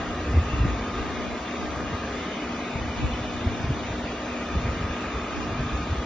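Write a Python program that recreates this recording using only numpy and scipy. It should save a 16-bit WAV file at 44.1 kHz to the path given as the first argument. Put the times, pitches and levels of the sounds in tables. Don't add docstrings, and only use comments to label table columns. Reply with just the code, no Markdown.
import sys
import numpy as np
from scipy import signal
from scipy.fft import irfft, next_fast_len
from scipy.io import wavfile
from scipy.ndimage import uniform_filter1d

SR = 44100
rng = np.random.default_rng(int(sys.argv[2]) if len(sys.argv) > 2 else 0)


def wav_out(sig):
    wavfile.write(sys.argv[1], SR, np.round(np.clip(np.atleast_2d(sig).T, -1, 1) * 32767).astype(np.int16))


def gain_from_decibels(decibels):
    exponent = np.asarray(decibels, float) / 20
    return 10 ** exponent


N = 266893

# time_s, gearbox_away_0to1, outlet_in_view_0to1
POSE = [
    (0, 0.12, 0),
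    (1.0, 0, 0.6),
    (1.3, 0.6, 0.57),
    (2.0, 0.18, 0.3),
    (2.5, 0.93, 1),
    (4.15, 1, .8),
    (4.5, 0.22, 0.87),
    (5.0, 0, 1),
    (5.7, 0.03, .8),
    (6.05, 0.4, 0.7),
]
# pitch_hz, density_db
ROAR_SPECTRUM = [(60, -26.5), (125, -20), (190, -5.5), (350, -7.5), (520, -10.5), (700, -12), (900, -13),
                 (1400, -16), (2000, -19), (2800, -22), (3250, -26), (4200, -29), (6300, -33), (7500, -42)]
# pitch_hz, width_hz, level_db
HOUSING_MODES = [(68.4, 7, -48), (270, 21, -48), (416, 90, -45), (620, 34, -49), (690, 47, -47.5),
                 (2800, 66, -60), (5000, 650, -67.5)]
# centre_s, length_s, pitch_hz, width_hz, level_db
GLINTS = [(0.55, 0.12, 2720, 64, -46), (2.35, .12, 3000, 74, -47), (2.38, 0.18, 2090, 79, -48),
          (1.35, 0.28, 2150, 90, -52), (3.2, 0.36, 3000, 36, -49), (0.066, 0.17, 700, 83, -41.5),
          (2.0, .3, 1595, 25, -46), (1.13, 0.12, 3300, 120, -55)]
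# multiple_of_shaft, level_db
FAN_ORDERS = [(1, 0), (3, -16.5), (8, -20), (16, -34.5)]
# multiple_of_shaft, level_db
BRUSH_ORDERS = [(1, 0.5), (10, -23)]
# multiple_of_shaft, level_db
GEAR_ORDERS = [(17.6, -8.5), (18, 1), (19.05, -6), (23.3, -10.5), (35.6, -11.5)]
# time_s, pitch_hz
MESH_PITCH = [(0, 1218), (.5, 1231), (1.0, 1236), (1.3, 1226), (2.1, 1234), (2.45, 1229), (4.15, 1225),
              (4.7, 1233), (5.55, 1239), (5.75, 1230), (6.05, 1237)]
# centre_s, peak_db, pitch_hz,
# length_cycles
EDDIES = [(0.291, -26.5, 73, 1.4), (0.344, -18.5, 106, 0.9), (0.381, -11.5, 78, 1.2),
          (0.419, -23, 103, 0.68), (0.479, -27, 80, 0.95), (0.54, -19, 97, 0.37), (0.612, -19.5, 102, 1.2),
          (0.621, -15.5, 58, 1.2), (0.663, -25, 98, 1.6), (0.72, -25.2, 59.3, 2), (1.013, -28, 54, 0.62),
          (1.945, -24, 84, 0.81), (2.815, -27, 63, 0.65), (2.888, -27, 73, 1.6), (3.05, -19, 66.6, 0.77),
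          (3.131, -22.5, 63.5, 0.55), (3.472, -13.5, 78, 0.46), (3.645, -18.5, 100, 0.36),
          (3.727, -21, 74.3, 0.54), (3.908, -21.5, 105, 0.37), (4.574, -16.5, 76.9, 0.67),
          (4.656, -19, 102, 0.72), (4.7, -24.5, 67, 0.88), (4.849, -25.5, 85.6, 1.2), (4.91, -23, 67, 0.6),
          (5.16, -25, 63, 0.79), (5.231, -28.5, 74.5, 0.66), (5.745, -22.6, 62.9, 1.2),
          (5.918, -20, 77.4, 0.9), (5.994, -24.0, 65, 0.64),
          (.375, -19.5, 290, 0.49), (.6, -27, 154, 1.1), (0.643, -18.5, 123, 0.54), (.654, -16, 282, 0.76),
         (0.656, -15, 167, 0.54), (1.926, -27, 170, .6), (2.759, -21, 113.5, 0.37),
         (3.038, -21.5, 118, 0.95), (3.213, -26.5, 106, 0.98), (3.455, -22, 280, 0.7),
         (3.705, -18.5, 131, 1.2), (3.705, -20, 249, 1.1), (4.557, -21, 169, 0.51), (5.52, -29, 90, 1.0),
         (5.6, -22.5, 119, 0.6), (5.625, -27, 60, .8), (5.932, -27, 117, 1.1)]
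# start_s, hold_s, level_db
GUSTS = [(0, 0.017, -40.5), (.1, 0.085, -46), (.3, .06, -35), (.44, .08, -32.5), (.68, 0.15, -39.5),
         (1.0, 0.067, -41.5), (1.75, 0.18, -42.5), (2.8, 0.34, -38.5), (3.4, 0.29, -39.5), (3.9, .15, -41),
         (4.55, .3, -35), (5.15, 0.07, -43.5), (5.48, 0.17, -35.5), (5.72, .3, -39.5)]
# start_s, hold_s, level_db
OPPOSED_GUSTS = [(0, .12, -46), (.32, .05, -47), (.55, 0.17, -42.5), (.8, .15, -52.5), (1.03, 0.3, -42),
                 (1.62, 0.092, -44), (1.75, 0.19, -45.5), (2.75, 0.13, -47.5), (3.02, 0.04, -35.5),
                 (3.15, .7, -47), (4.55, 0.23, -48), (5.33, 0.15, -41.5), (5.73, .04, -54), (5.93, 0.069, -55)]
# pitch_hz, left_minus_right_db
BALANCE = [(100, 1), (350, .5), (700, 2.7), (1400, 1.5), (3000, 0), (6000, -.3)]
# pitch_hz, difference_db
PORT_SPREAD = [(100, -26.5), (300, -15.5), (500, -17.5), (850, -7.5), (1050, -4), (1700, -15), (2150, -10),
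               (2700, 1.5), (3150, -2), (3600, -7), (4400, -0.5), (5400, -6.5), (6000, 2), (7200, 5.5)]
# pitch_hz, share_0to1
ECHO_DEPTH = [(300, .15), (1200, .5), (2800, 1), (3800, .8), (4600, .35), (7500, .35)]

# facing_db, change_gearbox_away_db, change_outlet_in_view_db
OUTLET_DB, CHAMBER_DB, VENT_DB = (-59, 0, 13.5), (-53.5, 2, 2), (-44, -4, -4)
FAN_DB, BRUSH_DB = (-41.5, 2, 0.5), (-43, 0.5, -4)
WHINE_DB, CASE_DB = (-45.5, -9, 1), (-42, -7, -0.5)
FAN_HZ, BRUSH_HZ = 241.55, 300.0
GEAR_TEETH = 18


def rms_one(x):
    return x / np.sqrt(np.mean(x ** 2) + 1e-20)


def in_time(rows):
    s, *columns = np.transpose(rows)
    return [np.interp(np.arange(N) / SR, s, column) for column in columns]


def at_hz(points, hz):
    points = np.array(points)
    return np.interp(np.log(hz), np.log(points[:, 0]), points[:, 1])


def heard_db(part_db):
    facing, away_change, outlet_change = part_db
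    away, outlet = in_time(POSE)
    return facing + away_change * away + outlet_change * outlet


def drift(rate):
    hop = 40
    pole = np.exp(-2 * np.pi * hop * rate / SR)
    noise = rng.standard_normal(N // hop + 2002)
    slow = signal.lfilter([1], [1, -2 * pole, pole * pole], noise)[2000:]
    return np.interp(np.arange(N) / hop, np.arange(len(slow)), rms_one(slow))


def placed(hz):
    return gain_from_decibels(at_hz(BALANCE, hz) / 2 * np.array([[1], [-1]]))


def stereo_noise(shape):
    size = next_fast_len(N, True)
    hz = np.arange(1, int(8000 * size / SR)) * SR / size
    mid, side = rng.standard_normal((2, len(hz))) + 1j * rng.standard_normal((2, len(hz)))
    lag = 0.6 * np.exp(-(np.log(hz / 2800) / 0.2) ** 2)
    apart = 1j * lag * mid + np.sqrt(1 - np.minimum(lag, 1) ** 2) * side
    pair = mid + gain_from_decibels(at_hz(PORT_SPREAD, hz)) * apart * [[1], [-1]]
    spectrum = np.pad(pair * placed(hz) * shape(hz), ((0, 0), (1, 0)))
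    return rms_one(irfft(spectrum, size)[:, :N])


def resonant_air(centre_hz, width_hz, flicker_db):
    noise = stereo_noise(lambda hz: 1 / (1 + ((hz - centre_hz) / width_hz) ** 2))
    return noise * gain_from_decibels(flicker_db * (drift(0.32) + 0.3 * drift(18.0)))


def airflow():
    out = gain_from_decibels(-34) * stereo_noise(lambda hz: gain_from_decibels(at_hz(ROAR_SPECTRUM, hz) - 40 * (hz < 40)))
    for hz, width, db in HOUSING_MODES:
        out += gain_from_decibels(db) * resonant_air(hz, width, flicker_db=1.9)
    out += gain_from_decibels(heard_db(OUTLET_DB)) * resonant_air(2385, 180, flicker_db=-0.4)
    out += gain_from_decibels(heard_db(CHAMBER_DB)) * resonant_air(3550, 240, flicker_db=0.0)
    out += gain_from_decibels(heard_db(VENT_DB)) * resonant_air(1743, 310, flicker_db=1.2)
    t = np.arange(N) / SR
    for s, length, hz, width, db in GLINTS:
        in_line = np.exp(-0.5 * ((t - s) / length) ** 2)
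        out += gain_from_decibels(db) * in_line * resonant_air(hz, width, flicker_db=-2.5)
    return out


def shifting_echoes(x, slow_db, quick_db):
    hz, _, parts = signal.stft(x, SR, nperseg=1024)
    slow = slow_db * at_hz(ECHO_DEPTH, hz + 1)
    quick = quick_db * np.clip(hz / 2000, 0, 1)
    patches = 0
    for db, tall_bins, wide_frames in ((slow, 2, 20), (quick, 3, 4)):
        field = rng.standard_normal(parts.shape[1:])
        for size, axis in ((tall_bins, 0), (tall_bins, 0), (wide_frames, 1), (wide_frames, 1)):
            field = uniform_filter1d(field, size, axis=axis)
        patches = patches + db[:, None] * rms_one(field)
    return signal.istft(parts * gain_from_decibels(patches), SR, nperseg=1024)[1][:, :N]


def tones(shaft_hz, orders, wander, flutter_db):
    turns = 2 * np.pi * np.cumsum(shaft_hz * (1 + wander * drift(2.59))) / SR
    out = 0
    for multiple, level_db in orders:
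        wave = np.sqrt(2) * np.sin(multiple * turns + rng.uniform(0, 2 * np.pi))
        level = gain_from_decibels(level_db + flutter_db * drift(6.1))
        out = out + placed(multiple * np.mean(shaft_hz)) * wave * level
    return out


def motors():
    fan = tones(FAN_HZ, FAN_ORDERS, wander=0.0004, flutter_db=2.05)
    brush = tones(BRUSH_HZ, BRUSH_ORDERS, wander=0.001, flutter_db=3.0)
    return gain_from_decibels(heard_db(FAN_DB)) * fan + gain_from_decibels(heard_db(BRUSH_DB)) * brush


def gearbox(mesh_hz):
    whine = tones(mesh_hz / GEAR_TEETH, GEAR_ORDERS, wander=0.001812, flutter_db=1.5)
    case = resonant_air(1189, 130, flicker_db=-0.6)
    return gain_from_decibels(heard_db(WHINE_DB)) * whine + gain_from_decibels(heard_db(CASE_DB)) * case


def draught(gusts, rise_s, settle_s):
    t = np.arange(0, N / SR, 0.002)
    push = 0
    for s, hold, db in gusts:
        rise = np.minimum((t - s) / rise_s, 0)
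        settle = np.maximum((t - s - hold) / settle_s, 0)
        push = push + gain_from_decibels(db) * np.exp(rise - settle)
    return np.interp(np.arange(N) / SR, t, push)


def rumble_noise(fall):
    def shape(hz):
        return (hz / 72) ** 1.71 / (1 + (hz / 72) ** fall) / (1 + (30 / hz) ** 5.9)
    return stereo_noise(shape)


def buffeting():
    rumble = gain_from_decibels(-45) + draught(GUSTS, rise_s=0.034, settle_s=0.08)
    out = rumble * gain_from_decibels(1.8 * drift(13)) * rumble_noise(fall=3.81)
    opposed = draught(OPPOSED_GUSTS, rise_s=0.03, settle_s=0.03) * gain_from_decibels(2.7 * drift(12))
    out += opposed * rumble_noise(fall=3.1)[0] * [[1], [-1]]
    eddies = EDDIES
    chance = rng.random((len(eddies), 2))
    for (s, db, hz, cycles), (start, lean) in zip(eddies, chance):
        reach_s = 4 * cycles / hz
        near = np.arange(max(int((s - reach_s) * SR), 0), min(int((s + reach_s) * SR), N))
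        turn = (near / SR - s) * hz
        swing = np.exp(-0.5 * (turn / cycles) ** 2) * np.cos(2 * np.pi * (turn + start))
        out[:, near] += gain_from_decibels(db + 2.1 * (lean - 0.5) * np.array([[1], [-1]])) * swing
    return out


def scene():
    mesh_hz, = in_time(MESH_PITCH)
    beat = 1 + 0.03 * np.sin(2 * np.pi * np.cumsum(mesh_hz / GEAR_TEETH) / SR)
    air = shifting_echoes(beat * airflow(), slow_db=1.1, quick_db=1.3)
    return air + motors() + gearbox(mesh_hz) + buffeting()


def spectral_expander(x, strength, from_hz):
    hz, _, parts = signal.stft(x, SR, nperseg=2048, noverlap=1536)
    power = np.abs(parts.sum(axis=0)) ** 2 + 1e-20
    now = uniform_filter1d(uniform_filter1d(power, size=3, axis=0), size=3, axis=1)
    usual = uniform_filter1d(uniform_filter1d(power, size=15, axis=0), size=41, axis=1)
    exponent = strength * np.clip(hz / from_hz - 0.5, 0, 1)
    gain = np.clip(now / usual, 1e-3, 1.5) ** exponent[:, None]
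    weak = uniform_filter1d(now, size=3, axis=0) < 0.42 * usual
    gain[weak & (hz[:, None] > from_hz)] *= 0.2
    return signal.istft(parts * gain, SR, nperseg=2048, noverlap=1536)[1][:, :N]


def thrifty_stereo(x, weak_db, unsure_db):
    frame, grid, bins, top_bin = 1024, 104, 352, 320
    n, count = np.arange(2 * frame), N // frame + 3
    window = np.sin(np.pi * (n + 0.5) / (2 * frame))
    phase = np.pi / frame * np.outer(n + 0.5 + frame / 2, np.arange(bins) + 0.5)
    basis = np.cos(phase) * window[:, None]
    padded = np.pad([x[0] + x[1], x[0] - x[1]], ((0, 0), (2 * frame - grid, 2 * frame)))
    common, apart = padded[:, np.arange(count)[:, None] * frame + n] @ basis

    def level(v, size):
        return uniform_filter1d(v ** 2, size=size, axis=1) + 1e-20

    whim = rms_one(uniform_filter1d(rng.standard_normal((count, bins // 8)), size=4, axis=0))
    margin = gain_from_decibels(weak_db + unsure_db * whim.repeat(8, axis=1))
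    apart = apart * (level(apart, size=4) > margin ** 2 * level(common, size=16))
    kept = rng.random(count) < 0.27
    top = common[:, top_bin - 16:]
    top *= np.abs(top) > 0.6 * np.sqrt(np.mean(top ** 2))
    common[~kept, top_bin:] = 0
    frames = np.array([common + apart, common - apart]) @ basis.T / frame
    out = frames[:, 1:, :frame] + frames[:, :-1, frame:]
    return out.reshape(2, -1)[:, frame - grid:][:, :N]


def low_pass(x):
    return signal.sosfilt(signal.butter(12, 7620, fs=SR, output="sos"), x)


def record(dry):
    quieted = spectral_expander(dry, strength=0.26, from_hz=1480)
    mix = thrifty_stereo(quieted, weak_db=-14, unsure_db=3.5)
    return low_pass(mix)


dry = scene()
out = record(dry)
wav_out(out)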